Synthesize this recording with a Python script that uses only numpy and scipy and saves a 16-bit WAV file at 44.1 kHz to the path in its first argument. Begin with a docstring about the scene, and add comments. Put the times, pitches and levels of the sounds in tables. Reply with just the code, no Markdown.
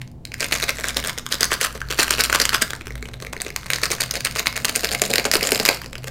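"""Throughout, a low wavering hum lies under the room's rumble. A foil-plastic sauce sachet is first shaken by
its top edge in quick runs of swings: each looses a cloud of tiny crackles, and the filled pouch pops as it flexes.
It is then turned in the fingertips with light ticks, pinched and worked open by both hands close to a
microphone, and lightly fingered again. Each crease is a burst of noise filtered by the film's own resonance;
each pop is a damped sine of falling pitch; the table top and walls answer briefly."""
import sys
import numpy as np
from scipy import signal
from scipy.fft import rfft, irfft
from scipy.io import wavfile
from scipy.ndimage import uniform_filter1d, map_coordinates

SR = 44100
rng = np.random.default_rng(int(sys.argv[2]) if len(sys.argv) > 2 else 0)


def transcribe(u):
    """Save the signal u as a 16-bit wav file named by the first command-line argument.

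    u: samples, shape (n,) or (channels, n), limited to [-1, 1]; the rate is SR.
    q: integer samples, one column per channel.
    """
    v = np.clip(np.atleast_2d(u).T, -1, 1)
    q = np.round(v * 32767).astype(np.int16)
    wavfile.write(sys.argv[1], SR, q)


N = 269010
T = np.arange(N) / SR

# Room rumble, spectral density: frequency_hz, relative_density_db (per Hz)
RUMBLE_SPECTRUM = [(15, 1.5), (29, -6), (39, -23), (52, 5), (70, -4), (130, 0.5), (170, -3.5), (240, -10.5),
                   (330, -13.5), (600, -22), (850, -23), (1400, -41), (4000, -47), (16000, -55)]
# Strength of the deep hum: time_s, level_db
HUM_LEVEL = [(0, -48), (0.25, -76.5), (0.55, -40), (1.0, -37), (1.25, -49), (1.85, -39), (2.55, -38),
             (2.75, -57), (2.92, -34.5), (3.3, -46.5), (4.75, -43.5), (6.1, -45.5)]
# Weaker companions of the hum: frequency_hz, level_db, wander_rate_hz
NARROW_DRONES = [(127.6, -44.5, 9), (243.3, -51, 5)]
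# Colour of the room's answer: frequency_hz, gain_db
WALL_COLOUR = [(100, 1.5), (450, 0), (900, 2.5), (2000, -1.5), (5000, -2), (9000, -7), (16000, -0.5)]
# Table-top echo, later the higher the sachet is held: time_s, lag_ms
TABLE_LAG = [(.4, 0.43), (1, 0.57), (2.25, 0.72), (3, 0.486), (6.1, 0.4)]
# Colour of a broad, slack facet of film: frequency_hz, relative_gain_db
SLACK_COLOUR = [(100, -33.5), (300, -6.5), (520, -4), (780, -8), (1150, 1.4), (1650, -1), (2250, -2.5),
                (2900, -10), (4400, -10.5), (7000, -10), (11000, -21.5), (16000, -27)]
# Colour of a small, taut crease: frequency_hz, relative_gain_db
TAUT_COLOUR = [(100, -58), (900, -21), (1500, 6), (2300, 6), (3300, 2), (4800, 2.5), (6000, 0), (7200, 0),
               (9200, -0.5), (11500, -5.5), (14000, -3.5), (16000, -16)]
# Steady crinkling under the fingers: time_s, relative_level_db
GRIP_LEVEL = [(0.0, -48), (0.2, -82), (0.3, -50), (0.5, -35), (1.1, -36), (1.24, -55), (1.35, -38.5),
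              (1.68, -36), (1.84, -48), (2.0, -31), (2.6, -36), (2.85, -48), (3.55, -45), (3.8, -33),
              (4.2, -38), (5.0, -31.5), (5.65, -32.5), (5.95, -47.5)]
# Swings of the shaken sachet; the crackle swells up to the pop's moment, holds, then lets go:
# pop_s, relative_crackle_db, hold_s, relative_pop_db
SWING_STROKES = [(0.408, -23.5, .04, -34), (0.522, -22.5, .04, -41.5), (0.632, -23.5, .012, -26),
                 (0.683, -24.5, .02, -38), (0.79, -34, .025, -33.5), (0.845, -29, .06, -37),
                 (0.963, -25, .03, -28.5), (1.045, -26, .06, -32), (1.177, -33, .012, -34.5),
                 (1.315, -23, .03, -35), (1.41, -24, .04, -25), (1.518, -22, .03, -22),
                 (1.615, -21, .045, -25.5), (1.752, -32.5, .008, -29.5), (1.904, -26, .025, -27),
                 (1.991, -18.5, .04, -17.5), (2.11, -23.5, .03, -26.5), (2.192, -17, 0.018, -23.5),
                 (2.242, -22, .012, -60.5), (2.3, -31, .008, -30), (2.335, -23, .022, -35),
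                 (2.402, -22, .02, -23.5), (2.452, -27, .008, -35), (2.532, -19, .022, -35),
                 (2.617, -19, .012, -26.5)]
# Pinches with both hands, in the same form: pop_s, relative_crackle_db, hold_s, relative_pop_db
PINCH_STROKES = [(3.222, -34, .008, -36), (3.463, -36, .005, -32.5), (3.705, -28, .05, -35),
                 (3.83, -22, .03, -26), (3.908, -23, .03, -25), (4.005, -24, .03, -47),
                 (4.137, -25, .035, -33), (4.254, -22, .02, -39), (4.36, -26, .045, -34),
                 (4.457, -26.5, .02, -53), (4.557, -27, .022, -42), (4.685, -25, .012, -53),
                 (4.764, -25, .01, -29), (4.838, -25, .015, -25), (4.915, -26.5, .035, -30),
                 (5.019, -27, .045, -19), (5.1, -24, .015, -25), (5.14, -31, .02, -22.5),
                 (5.187, -24.5, .01, -21.5), (5.255, -20.5, .01, -18.5), (5.333, -18.5, .01, -31),
                 (5.355, -27.5, .02, -17.5), (5.425, -27, .08, -22.5), (5.522, -25, 0.052, -15),
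                 (5.601, -28.5, .03, -20), (5.665, -23, .03, -50), (5.71, -33, 0.061, -33),
                 (6.074, -27.5, .006, -36)]
# Fingertips shifting lightly on the sachet: start_s, end_s, typical_level_db
FINGER_TOUCHES = [(2.72, 3.52, -28), (5.78, 6.085, -27)]
# Firmness of the fingers on the filled part: time_s, gain_db
FINGER_PRESSURE = [(2.6, -14.5), (3, -7.5), (3.8, -17), (4.6, -12), (5.1, -6.5), (5.8, -11)]
# Tautness of the middling creases, as their central ring: time_s, pitch_hz
CREASE_PITCH = [(1.7, 4450), (2.3, 3520), (3.4, 3280), (4.6, 4060)]
# Loudest and isolated creases: time_s, relative_level_db (over 2 ms), central_pitch_hz
LOUD_SNAPS = [(0.0165, -28.5, 4200), (0.116, -51, 10470), (0.2525, -25, 4050), (0.319, -29, 2510),
              (0.3417, -22.5, 2700), (0.406, -16, 4130), (0.5242, -14, 3560), (0.5276, -13.5, 4320),
              (0.601, -21.5, 2864), (0.6267, -16, 3430), (0.6342, -25, 2940), (0.6931, -11.5, 3500),
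              (0.842, -15.5, 1850), (0.8851, -16.5, 6400), (0.9695, -11, 4900), (1.0954, -21, 3560),
              (1.185, -21, 7040), (1.2648, -20.5, 3250), (1.3249, -12, 4340), (1.4083, -12, 5600),
              (1.4309, -5.5, 3670), (1.4435, -14, 5700), (1.5185, -13, 2030), (1.6126, -13, 6700),
              (1.6475, -15.5, 2940), (1.8165, -19.5, 1640), (1.906, -21.5, 3000), (1.99, -11, 3200),
              (1.9961, -15, 5500), (2.0054, -13, 3550), (2.0303, -24, 7300), (2.0804, -17.5, 2500),
              (2.1074, -7, 3900), (2.1388, -16.5, 5330), (2.2076, -8, 5600), (2.238, -11.5, 6550),
              (2.2983, -13, 2280), (2.3274, -9, 1510), (2.348, -11, 4100), (2.3516, -9.5, 2320),
              (2.3585, -11.5, 2830), (2.4007, -8.5, 6300), (2.417, -8.5, 4580), (2.454, -9, 4920),
              (2.4927, -11.5, 5100), (2.5464, -11, 2920), (2.622, -9.5, 6600), (2.7058, -20.5, 3670),
              (2.734, -19.5, 2360), (2.8584, -37, 2960), (2.9064, -48, 2100), (2.9789, -37.5, 3800),
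              (3.329, -27, 2750), (3.3326, -21.5, 2340), (3.403, -25, 3100), (3.4181, -17, 5160),
              (3.4654, -23.5, 2150), (3.5624, -15, 4670), (3.665, -29, 5070), (3.703, -12.5, 2800),
              (3.7344, -12.5, 4550), (3.7614, -20.5, 5130), (3.8344, -12.5, 3820), (3.9164, -15, 6700),
              (4.0067, -15, 5300), (4.111, -14, 3800), (4.1687, -40, 5400), (4.2065, -22, 4350),
              (4.2499, -12.5, 5650), (4.361, -17.5, 2800), (4.3948, -14.5, 5900), (4.4701, -8, 3630),
              (4.561, -22.5, 3020), (4.6477, -11.5, 4250), (4.6529, -10.5, 3970), (4.6941, -17.5, 4000),
              (4.754, -17, 4440), (4.76, -9.5, 6750), (4.846, -12, 5360), (4.8907, -20, 3340),
              (4.9497, -17, 3400), (5.0184, -7.5, 4830), (5.1372, -10, 3330), (5.1578, -9.5, 7100),
              (5.182, -9, 3400), (5.2531, -15, 3500), (5.3149, -8, 5900), (5.3375, -11.5, 4740),
              (5.3544, -7.5, 3880), (5.41, -18, 3600), (5.4221, -24, 2200), (5.4307, -14.5, 4550),
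              (5.452, -22, 3630), (5.472, -14, 4900), (5.5197, -8.5, 4700), (5.558, -16.5, 5500),
              (5.5993, -13, 4570), (5.6525, -8, 4900), (5.6608, -10, 5150), (5.689, -1, 4100),
              (5.8173, -25, 2980), (5.9545, -24, 2230), (6.0741, -29, 3250)]

HUM_HZ = 56.4
ROOM_T60_S = .27
SLACK_HZ, TAUT_HZ = 2060, 5730  # ring of a wholly slack and a wholly taut fold
POP_HZ, POP_AT_DB, POP_FALL_HZ_PER_DB = 505, -34.5, 2.5  # a deeper flex pops lower
RISE_S = .00035  # a snap starts this long before its listed time
SNAP_SPAN = np.sqrt(.002 * SR)  # gives a unit-energy fold an rms of one over 2 ms
TOP_HZ = 16000


def undb(db):
    """Decibel law: a level becomes an amplitude gain."""
    return 10 ** (np.asarray(db) / 20)


def unit(x):
    """Normalisation: scale to an rms of one."""
    return x / np.sqrt(np.mean(x ** 2))


def curve(rows):
    """Linear interpolation: join (time_s, value) rows by straight lines."""
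    return np.interp(T, *np.transpose(rows))


def add(out, s, sound):
    """Superposition: mix a sound in, starting at s seconds."""
    i = int(np.clip(s * SR, 0, N - 1))
    out[i:i + len(sound)] += sound[:N - i]


def shape(points, size):
    """Spectral envelope: gain at each bin, joined over log frequency from (frequency_hz, gain_db) rows."""
    hz, db = np.transpose(points)
    bins = np.fft.rfftfreq(size, 1 / SR) + 1
    return undb(np.interp(np.log(bins), np.log(hz), db))


def colour(x, gain):
    """Minimum-phase filtering: a causal response to the given gains keeps attacks sharp."""
    size = len(x)
    cepstrum = irfft(np.log(gain + 1e-9), size)
    # folding the cepstrum onto positive time makes the response causal
    cepstrum[1:size // 2] *= 2
    cepstrum[size // 2 + 1:] = 0
    return irfft(rfft(x) * np.exp(rfft(cepstrum)), size)


def band_noise(x, low_hz, high_hz):
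    """Band-pass filtering: the part of x between two frequencies, at unit rms."""
    band = signal.butter(3, [low_hz, high_hz], "band", fs=SR, output="sos")
    return unit(signal.sosfilt(band, x))


def walk(rate):
    """Low-passed random drift: held random values, smoothed twice, with a spread near one."""
    k = int(SR / rate)
    held = np.repeat(rng.standard_normal(N // k + 1), k)
    smooth = uniform_filter1d(uniform_filter1d(held, k), k)
    return unit(smooth[:N])


def ticks(rate, scatter_db):
    """Poisson process: impulses at random moments, many small, few large; power is independent of rate."""
    fires = rng.random(N) < rate / SR
    heights = undb(scatter_db * np.minimum(rng.exponential(size=N), 3.5))
    return unit(fires * heights / np.sqrt(rate))


def background(rumble_db=-40, waver=0.0057):
    """Steady sources: a frequency-modulated hum and two narrow-band drones over shaped noise."""
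    spectrum = rfft(rng.standard_normal(N)) * shape(RUMBLE_SPECTRUM, N)
    out = undb(rumble_db) * unit(irfft(spectrum, N))
    phase = 2 * np.pi * np.cumsum(HUM_HZ * (1 + waver * walk(4.87))) / SR
    out += undb(curve(HUM_LEVEL)) * unit(np.sin(phase))
    for hz, db, width in NARROW_DRONES:
        turn = 2 * np.pi * hz * T
        # drifting sine and cosine parts broaden the line
        out += undb(db) * unit(walk(width) * np.sin(turn) + walk(width) * np.cos(turn))
    return out


def room(x, wet_db=-10, early_db=-16, early_s=0.00991, size=16384):
    """Reverberation: scattered reflections from table and near wall, then an exponential diffuse tail."""
    t = np.arange(size) / SR
    decay = np.exp(-np.log(1000) * t / ROOM_T60_S)
    tail = rng.standard_normal(size) * decay * (1 - np.exp(-t / 0.0081))
    early = rng.standard_normal(size) * (t > early_s) * np.exp(-np.abs(t - early_s) / 0.0016)
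    response = (undb(wet_db) * unit(tail) + undb(early_db) * unit(early)) / np.sqrt(size)
    return x + signal.oaconvolve(x, colour(response, shape(WALL_COLOUR, size)))[:N]


def table_top(x, echo_db=-12.0):
    """Comb interference: one delayed echo combs the sachet's sound; the comb slides with the hand's height."""
    late = np.arange(N) - curve(TABLE_LAG) * SR / 1000  # fractional sample positions
    return x + undb(echo_db) * map_coordinates(x, [late], order=3)


def swells(strokes, attack_s, release_s):
    """Exponential build-up and release: summed power of strokes that swell up to pop_s, hold and let go."""
    power = np.zeros(N)
    for pop_s, db, hold, _ in strokes:
        near = (T > pop_s - 8 * attack_s) & (T < pop_s + hold + 8 * release_s)
        t = T[near] - pop_s
        envelope = np.exp(np.minimum(t, 0) / attack_s - np.maximum(t - hold, 0) / release_s)
        power[near] += (undb(db) * envelope) ** 2
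    return power


def strain(swing_db=-0.5, pinch_db=-0.5, grip_db=-1.5):
    """Power addition: the working of the film is the steady grip plus a swell per swing or pinch."""
    grip = undb(curve(GRIP_LEVEL) + grip_db) ** 2
    swings = undb(swing_db) ** 2 * swells(SWING_STROKES, attack_s=.008, release_s=.008)
    pinches = undb(pinch_db) ** 2 * swells(PINCH_STROKES, attack_s=.0035, release_s=.006)
    return np.sqrt(grip + swings + pinches)


def fold(hz, rise_s=0.00021, flutter_s=0.0034, flutter_db=-19, ring_db=9, ring_octaves=0.24, detune=0.3,
         edge_db=3.0, edge_hz=9500, size=1024):
    """Buckling: a jolt and a flutter excite the film; taut folds are brighter and die sooner. Unit energy."""
    t, bins = np.arange(size) / SR, np.fft.rfftfreq(size, 1 / SR) + 1
    taut = np.clip(np.log(hz / SLACK_HZ) / np.log(TAUT_HZ / SLACK_HZ), 0, 1)
    decay_s = 0.000686 - 0.0002303 * taut
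    jolt = np.exp(-t / decay_s) + undb(flutter_db) * np.exp(-t / flutter_s)
    jolt *= 1 - np.exp(-t / rise_s)
    slack_power = unit(shape(SLACK_COLOUR, size)) ** 2
    taut_power = unit(shape(TAUT_COLOUR, size)) ** 2
    film = np.sqrt((1 - taut) * slack_power + taut * taut_power)
    # every fold has a resonance of its own, and a sharper or blunter edge
    octaves = np.log2(bins / hz) + detune * rng.standard_normal()
    ring = undb(ring_db / (1 + (octaves / ring_octaves) ** 2))
    edge = undb(edge_db * rng.standard_normal() * bins ** 2 / (bins ** 2 + edge_hz ** 2))
    sound = colour(jolt * rng.standard_normal(size), film * ring * edge)
    return sound / np.linalg.norm(sound)


def fingertips(rate=24, unevenness=.5, scatter_db=3, ring_hz=2900, spread=0.23, knock_db=-7, knock_hz=490,
               knock_s=.003, count=40, size=1024):
    """Coupled bodies: separate ticks of slack film, each with a soft damped knock of the pouch behind it."""
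    out, t = np.zeros(N), np.arange(size) / SR
    for start, end, db in FINGER_TOUCHES:
        wait, strength, tone = rng.standard_normal((count, 3)).T
        moments = start + np.cumsum(np.exp(unevenness * wait)) / rate
        louder_db = scatter_db * np.clip(strength, -2, 1)
        for s, louder, detune in zip(moments, louder_db, np.exp(spread * tone)):
            knock = t * np.exp(-t / knock_s) * np.sin(2 * np.pi * knock_hz * detune * t)
            tick = fold(ring_hz * detune) + undb(knock_db) * knock / np.linalg.norm(knock)
            if s < end:
                add(out, s, undb(db + louder) * SNAP_SPAN * tick)
    return out


def knead(force, rate=220, scatter_db=3, deep_db=-7):
    """Band-limited excitation: hollow wall buckles and a dull sauce thud, stronger as the fingers close."""
    pushes = force * undb(curve(FINGER_PRESSURE)) * ticks(rate, scatter_db)
    wall = band_noise(pushes, low_hz=450, high_hz=740)
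    sauce = band_noise(pushes, low_hz=170, high_hz=300)
    return pushes.std() * (wall + undb(deep_db) * sauce)


def pouch(gain_db=-0.5, decay_s=0.0024, rise_s=0.0014, sag=0.27, sag_s=0.0031, slosh_db=-15,
          slosh_s=0.0069, slosh_low=0.39, slosh_high=1.5, detune=0.027, size=2048):
    """Snap-through: at each stroke the wall pops over in a few low, sagging cycles, damped by the sauce."""
    out, t = np.zeros(N), np.arange(size) / SR
    for pop_s, _, _, db in list(SWING_STROKES) + list(PINCH_STROKES):
        hz = POP_HZ - POP_FALL_HZ_PER_DB * (db - POP_AT_DB)
        hz *= np.exp(detune * rng.standard_normal())
        pitch = hz * (1 - sag + 2 * sag * np.exp(-t / sag_s))
        pop = np.sin(2 * np.pi * np.cumsum(pitch) / SR) * np.exp(-t / decay_s)
        slosh = band_noise(rng.standard_normal(size), hz * slosh_low, hz * slosh_high)
        slosh *= np.exp(-t / slosh_s)
        sound = (1 - np.exp(-t / rise_s)) * (pop + undb(slosh_db) * slosh)
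        # the level is that of the first eighth
        add(out, pop_s, undb(db + gain_db) * sound / sound[:size // 8].std())
    return out


def crinkle(force, shaken_rate=1000, pinched_rate=580, scatter_db=3.5, shaken_hz=2900, pinched_hz=3650,
            spread=0.56, crowding=0.4, count=24):
    """Crackling noise: swarms of tiny folds, denser under force; sparser and higher once both hands pull taut."""
    out = np.zeros(N)
    pinch_s = 3
    shaken = (T < pinch_s, shaken_rate, shaken_hz)
    pinched = (T >= pinch_s, pinched_rate, pinched_hz)
    for held, rate, hz in (shaken, pinched):
        pushes = (force * ticks(rate * unit(force) ** crowding, scatter_db))[held]
        which = rng.integers(0, count, held.sum())  # each push sounds one of the folds
        for k, offset in enumerate(np.linspace(-1.7, 1.7, count)):
            swarm = signal.oaconvolve(pushes * (which == k), fold(hz * np.exp(spread * offset)))
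            add(out, T[held][0], swarm)
    return out


def creases(force, gain_db=-1, shaken_rate=85, pinched_rate=60, crowding=.7, unevenness=.5, scatter_db=3,
            spread=0.36, count=900):
    """Stick and release: strain builds up until a middling crease gives way, sooner and louder under force."""
    out = np.zeros(N)
    rate = curve([(2.7, shaken_rate), (3.3, pinched_rate)]) * unit(force) ** crowding
    ring_hz = curve(CREASE_PITCH)
    wait, strength, tone = rng.standard_normal((count, 3)).T
    # a crease goes when the accumulated strain reaches its random threshold
    thresholds = np.cumsum(np.exp(unevenness * wait))
    moments = np.searchsorted(np.cumsum(rate) / SR, thresholds)
    gains = unit(undb(scatter_db * np.clip(strength, -2, 1)))
    for i, gain, detune in zip(moments, gains, np.exp(spread * tone)):
        if i < N:
            level = undb(gain_db) * gain * force[i] * np.sqrt(SR / rate[i])
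            add(out, T[i], level * fold(ring_hz[i] * detune))
    return out


def snaps(force, gain_db=1.0, neighbour_db=1, before_s=0.0028, after_s=.005):
    """Triggered buckling: each loud crease rings; a fold in the strained film gives way just before and after."""
    out = np.zeros(N)
    for s, db, hz in LOUD_SNAPS:
        add(out, s - RISE_S, undb(db + gain_db) * SNAP_SPAN * fold(hz))
        neighbours = s + np.array([-before_s, after_s]) * rng.uniform(0.42, 1.6, 2)
        for near in neighbours:
            level = undb(neighbour_db) * np.interp(near, T, force)
            add(out, near, level * SNAP_SPAN * fold(hz))
    return out


def scene(crinkle_db=-5):
    """Superposition: snaps, pops and strain-driven folds above a table, in a room with a steady background."""
    force = strain()
    film = snaps(force) + creases(force) + undb(crinkle_db) * crinkle(force) + fingertips()
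    sachet = film + pouch() + knead(force)
    return (room(table_top(sachet)) + background())[None]


def record(dry):
    """Clipping and band limiting: flatten peaks beyond full scale, then cut the top."""
    low_pass = signal.ellip(12, .2, 80, TOP_HZ, fs=SR, output="sos")
    return signal.sosfilt(low_pass, np.clip(dry, -1, 1))


dry = scene()
out = record(dry)
transcribe(out)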